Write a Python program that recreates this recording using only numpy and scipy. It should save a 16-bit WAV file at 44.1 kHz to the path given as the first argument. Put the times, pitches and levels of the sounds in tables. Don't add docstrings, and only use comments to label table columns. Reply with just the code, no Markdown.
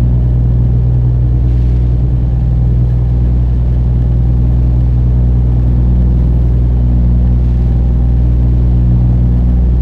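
import sys
import numpy as np
from scipy import signal
from scipy.fft import rfft, irfft, next_fast_len
from scipy.io import wavfile
from scipy.ndimage import map_coordinates

SR = 44100
rng = np.random.default_rng(int(sys.argv[2]) if len(sys.argv) > 2 else 0)


def transcribe(signal):
    frames = np.atleast_2d(signal).T
    limited = np.clip(frames, -1, 1)
    pcm = np.round(limited * 32767).astype(np.int16)
    wavfile.write(sys.argv[1], SR, pcm)


N = 432621
TIME_S = np.arange(N) / SR
CYLINDERS = 6


def amp(db):
    return 10 ** (np.asarray(db) / 20)


def unit(x):
    return x / np.sqrt(np.mean(x ** 2) + 1e-20)


def curve(rows):
    return np.interp(TIME_S, *np.transpose(rows))


def wobble(rate_hz):
    grid = np.arange(0, N + 64, 64)
    coarse = map_coordinates(rng.standard_normal(size=1024), [grid * rate_hz / SR], mode="wrap")
    return np.interp(np.arange(N), grid, coarse)


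def bouts_db(rows, edge_s):
    return sum(db * np.clip(np.minimum(TIME_S - start_s, start_s + length_s - TIME_S) / edge_s + .5, 0, 1)
               for start_s, length_s, db in rows)


def filtered(x, response):
    pad = SR // 4
    size = next_fast_len(N + 2 * pad)
    wide = np.pad(x, pad, mode="reflect", reflect_type="odd")
    return irfft(rfft(wide, size) * response(np.fft.rfftfreq(size, 1 / SR)), size)[pad:pad + N]


def coloured(x, points):
    hz, db = np.transpose(points)
    size = next_fast_len(N)
    gain = amp(np.interp(np.log(np.fft.rfftfreq(size, 1 / SR) + 1), np.log(hz), db))
    return unit(irfft(rfft(x, size) * gain, size)[:N])


def lowpass(x, hz):
    return signal.lfilter(*signal.butter(1, hz, fs=SR), x)


def coding_noise(level_db=-59.5):
    # frequency in Hz, relative density in dB.
    spectrum = [(200, 6.5), (1500, 7), (4000, -0.5), (7000, -8.5), (10500, -16), (16000, -16)]
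    return amp(level_db) * coloured(rng.standard_normal(N), spectrum)


def ticking(cycle, scatter_db=7, offbeat_db=-3, t60_s=.004, sizzle=.17):
    # start in seconds, length in seconds, gain of the shaking in dB.
    bouts = [(2.552, .4, 4), (4.3, .55, 4), (5.35, .45, 4), (6.151, .5, 5), (7.398, 1.3, 2.5),
             (9.25, .35, 3.5)]
    # frequency in Hz, relative density in dB.
    spectrum = [(3000, -20.5), (6000, -5), (9500, -2), (12000, -2), (16000, 0.5)]
    at = np.flatnonzero(np.diff(np.floor(2 * cycle / np.pi + .5)))
    accent_db = offbeat_db * (np.arange(len(at)) % 2) + scatter_db * rng.uniform(-1, 1, len(at))
    blows = np.bincount(at, amp(accent_db), N)
    decay = amp(-60 * np.arange(SR // 20) / SR / t60_s)
    ticks = (signal.fftconvolve(blows, decay)[:N] + sizzle) * rng.standard_normal(N)
    shaking = amp(-70.5 + bouts_db(bouts, edge_s=.2))
    force = np.maximum(shaking - amp(-75), 0)
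    return 2 * force * coloured(ticks, spectrum)


def bow_wash(level_db=-52.5, dip_db=5.5, calm_until_s=1.1, rise_s=1.8, grain_db=1.37, surge_db=.5):
    # start of a swell in seconds, length in seconds, gain in dB.
    swells = [(1.4, .52, 7.5), (4.6, 0.45, 2), (7.45, .4, 2.5), (8.2, .7, 2)]
    # frequency in Hz, relative density in dB.
    spectrum = [(300, -6.5), (1200, 0), (2200, 0.5), (3000, -2.5), (4000, -4.5), (5000, -9), (6500, -14.5),
                (8300, -18.5), (10500, -30.5), (15500, -32.5)]
    calm = np.clip(1 - (TIME_S - calm_until_s) / rise_s, 0, 1)
    wash_db = level_db - dip_db * calm + bouts_db(swells, edge_s=.3)
    fizz = rng.standard_normal(N) * amp(grain_db * wobble(90))
    return amp(wash_db + surge_db * wobble(6)) * coloured(fizz, spectrum)


def splashes(rise_s=.015):
    # start in seconds, level in dB, t60 in seconds.
    waves = [(1.46, -48.5, 2.0), (7.439, -48.5, 1.3)]
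    # frequency in Hz, relative density in dB.
    spectrum = [(600, -11.5), (2500, 4), (4500, -2), (8500, -18), (13000, -29)]
    envelope = np.zeros(N)
    for start_s, db, t60_s in waves:
        age_s = np.maximum(TIME_S - start_s, 0)
        envelope += amp(db - 60 * age_s / t60_s) * (1 - np.exp(-age_s / rise_s))
    return envelope * coloured(rng.standard_normal(N), spectrum)


def injectors(firing, level_db=-56.5):
    # frequency in Hz, relative density in dB.
    spectrum = [(500, -11.5), (1500, 4.5), (3800, -2.5), (5200, -10.5), (8300, -16.5), (11000, -25.5),
                (15500, -30.5)]
    gate = np.exp(-np.sin(firing))
    return amp(level_db) * coloured(gate * rng.standard_normal(N), spectrum)


def covers(cycle, clatter_db=-56.5, clink_gain_db=35):
    # resonance in Hz, width in Hz, gain in dB.
    modes = [(1728, 99, 6.5), (3010, 160, -1.5), (3940, 140, -11), (5200, 170, -22.5), (7940, 200, -25)]
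    # time in seconds, relative strength in dB.
    clinks = [(0.9428, -46.5), (3.099, -44.5), (3.4972, -46), (3.7265, -42.5), (4.0212, -39.5),
              (4.119, -49), (4.3328, -49), (4.8097, -44), (5.5957, -42.5), (6.0223, -40.5), (7.5723, -45),
              (7.7199, -42.5), (8.431, -43.5), (8.8088, -50.5), (9.5, -40.5)]

    def ring(hz):
        return sum(amp(db) * 1j * hz * width_hz / (mode_hz ** 2 - hz ** 2 + 1j * hz * width_hz)
                   for mode_hz, width_hz, db in modes)

    taps = rng.standard_normal(N) * amp(.85 * np.cos(2 * cycle) + 2.5 * wobble(40))
    clink_s, clink_db = np.transpose(clinks)
    blows = np.bincount((clink_s * SR).astype(int), amp(clink_db + clink_gain_db), N)
    return amp(clatter_db) * unit(filtered(taps, ring)) + filtered(blows, ring)


def engine_room(firing, overtone_db, level_db=-27.5, pulse_depth=.066):
    # frequency in Hz, relative density in dB.
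    spectrum = [(15, -10.5), (30, -1.5), (80, 3.5), (140, 2.5), (220, 1), (330, -6), (500, -8.5),
                (750, -12.5), (1000, -19.5), (1500, -31), (2500, -38.5), (6000, -74.5)]
    roar_db = level_db + .27 * overtone_db + .21 * wobble(11)
    pulsing = 1 + pulse_depth * np.cos(firing)
    return amp(roar_db) * coloured(pulsing * rng.standard_normal(N), spectrum)


def hum(cycle, beat, level_db=-24.5, swing_db=2.5, waver_db=.35):
    return amp(level_db + swing_db * np.cos(beat) - waver_db * wobble(1.4)) * np.sin(4 * cycle - beat)


def hull(cycle, beat, boom_db=-25.5, swing_db=4, waver_db=2, shimmer_db=3.5, drift_rad=.5):
    # multiple of the four-stroke cycle rate, rms level in dB.
    orders = [(2, -48.5), (4, -42), (5, -40), (8, -43), (9, -44), (10, -30), (11, -40.5), (13, -31.5),
              (14, -46.5), (15, -42), (19, -52), (20, -48.5), (21, -47.5), (22, -52), (25, -43), (27, -57),
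              (34, -48.5), (40, -55), (46, -57), (48, -52.5), (54, -53.5), (60, -52.5), (78, -53),
              (84, -59)]
    boom = np.cos(16 * cycle + drift_rad * wobble(1.5))
    out = amp(boom_db + swing_db * np.cos(beat) + waver_db * wobble(4)) * boom
    for order, db in orders:
        phase = order * cycle + rng.uniform(0, 2 * np.pi) + drift_rad * wobble(3)
        out += np.sqrt(2) * amp(db + shimmer_db * wobble(4.4)) * np.cos(phase)
    return out


def pipe_ring(firing, overtone_db, level_db=-30, waver_db=3.14):
    return amp(level_db + overtone_db + waver_db * wobble(4)) * np.cos(4 * firing - np.pi / 4)


def exhaust(firing, overtone_db, third_db=-24.5, overtone_lag_rad=.22):
    # time in seconds, peak level of the firing tone in dB.
    tone_levels = [(0, -8.5), (1.1, -10.5), (1.7, -8.5), (2.9, -9), (3.35, -7.5), (4.9, -8.5), (6.4, -6.6),
                   (7.9, -7), (9.8, -7.8)]
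    # time in seconds, peak level of the octave in dB.
    octave_levels = [(0, -10), (.8, -9), (2.4, -13), (2.95, -11), (3.45, -15.5), (3.9, -11.5), (5.2, -10.5),
                     (6.4, -13), (7.4, -12), (7.9, -14), (9.1, -8.5), (9.55, -14.5), (9.8, -14)]
    # multiple of the firing rate, peak level in dB, polarity.
    upper_tones = [(5, -35.5, 1), (6, -37.5, -1), (7, -45, 1)]
    late = firing - overtone_lag_rad
    out = -amp(curve(tone_levels) + .98 * wobble(4)) * np.cos(firing)
    out -= amp(curve(octave_levels) + 1.28 * wobble(25)) * np.cos(2 * late)
    out += amp(third_db + overtone_db + 3.5 * wobble(4)) * np.cos(3 * late)
    for order, db, polarity in upper_tones:
        out += polarity * amp(db + .15 * overtone_db + 2.5 * wobble(2.2)) * np.cos(order * late)
    return out


def scene():
    # time in seconds, firing rate in Hz.
    speed = [(0, 60.95), (1.7, 60.82), (2.3, 60.7), (3.1, 60.87), (3.8, 60.75), (4.4, 60.96), (6.7, 60.77),
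             (7.4, 60.6), (8.3, 60.58), (9.8, 60.78)]
    # time in seconds, gain of the exhaust's overtones in dB.
    overtone_gains = [(0, -1), (1, -6.5), (2.5, -6), (3.2, -0.5), (4.1, -2.5), (5.2, 2), (7.3, 1),
                      (8.1, -2), (9.1, 3.5), (9.8, -3.5)]
    beat_hz, beat_crest_s = .534, 2.414
    overtone_db = curve(overtone_gains)
    firing = 2 * np.pi * np.cumsum(curve(speed)) / SR
    cycle = firing / CYLINDERS
    beat = 2 * np.pi * beat_hz * (TIME_S - beat_crest_s)
    drone = exhaust(firing, overtone_db)
    body = hull(cycle, beat) + hum(cycle, beat)
    machinery = engine_room(firing, overtone_db) + covers(cycle)
    water = bow_wash() + splashes()
    ticks = ticking(cycle)
    ring_and_hiss = pipe_ring(firing, overtone_db) + injectors(firing)
    return (drone + body + machinery + water + ticks + ring_and_hiss)[None]


def overload(x, limit=.495, knee=.016, overshoot=.23, attack_hz=790, settle_hz=228):
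    clipped = knee * np.logaddexp(0, (x + limit) / knee) - limit
    at_stop = (1 - np.tanh((x + limit) / (4 * knee))) / 2
    pinned = lowpass(at_stop, attack_hz)
    return clipped - overshoot * pinned * (1 - lowpass(pinned, settle_hz))


def record(dry):
    low_cut_hz, top_hz = 3.6, 15830
    x = overload(dry[0])
    x -= lowpass(x, low_cut_hz)
    x += coding_noise()
    return filtered(x, lambda hz: hz < top_hz)[None]


dry = scene()
out = record(dry)
transcribe(out)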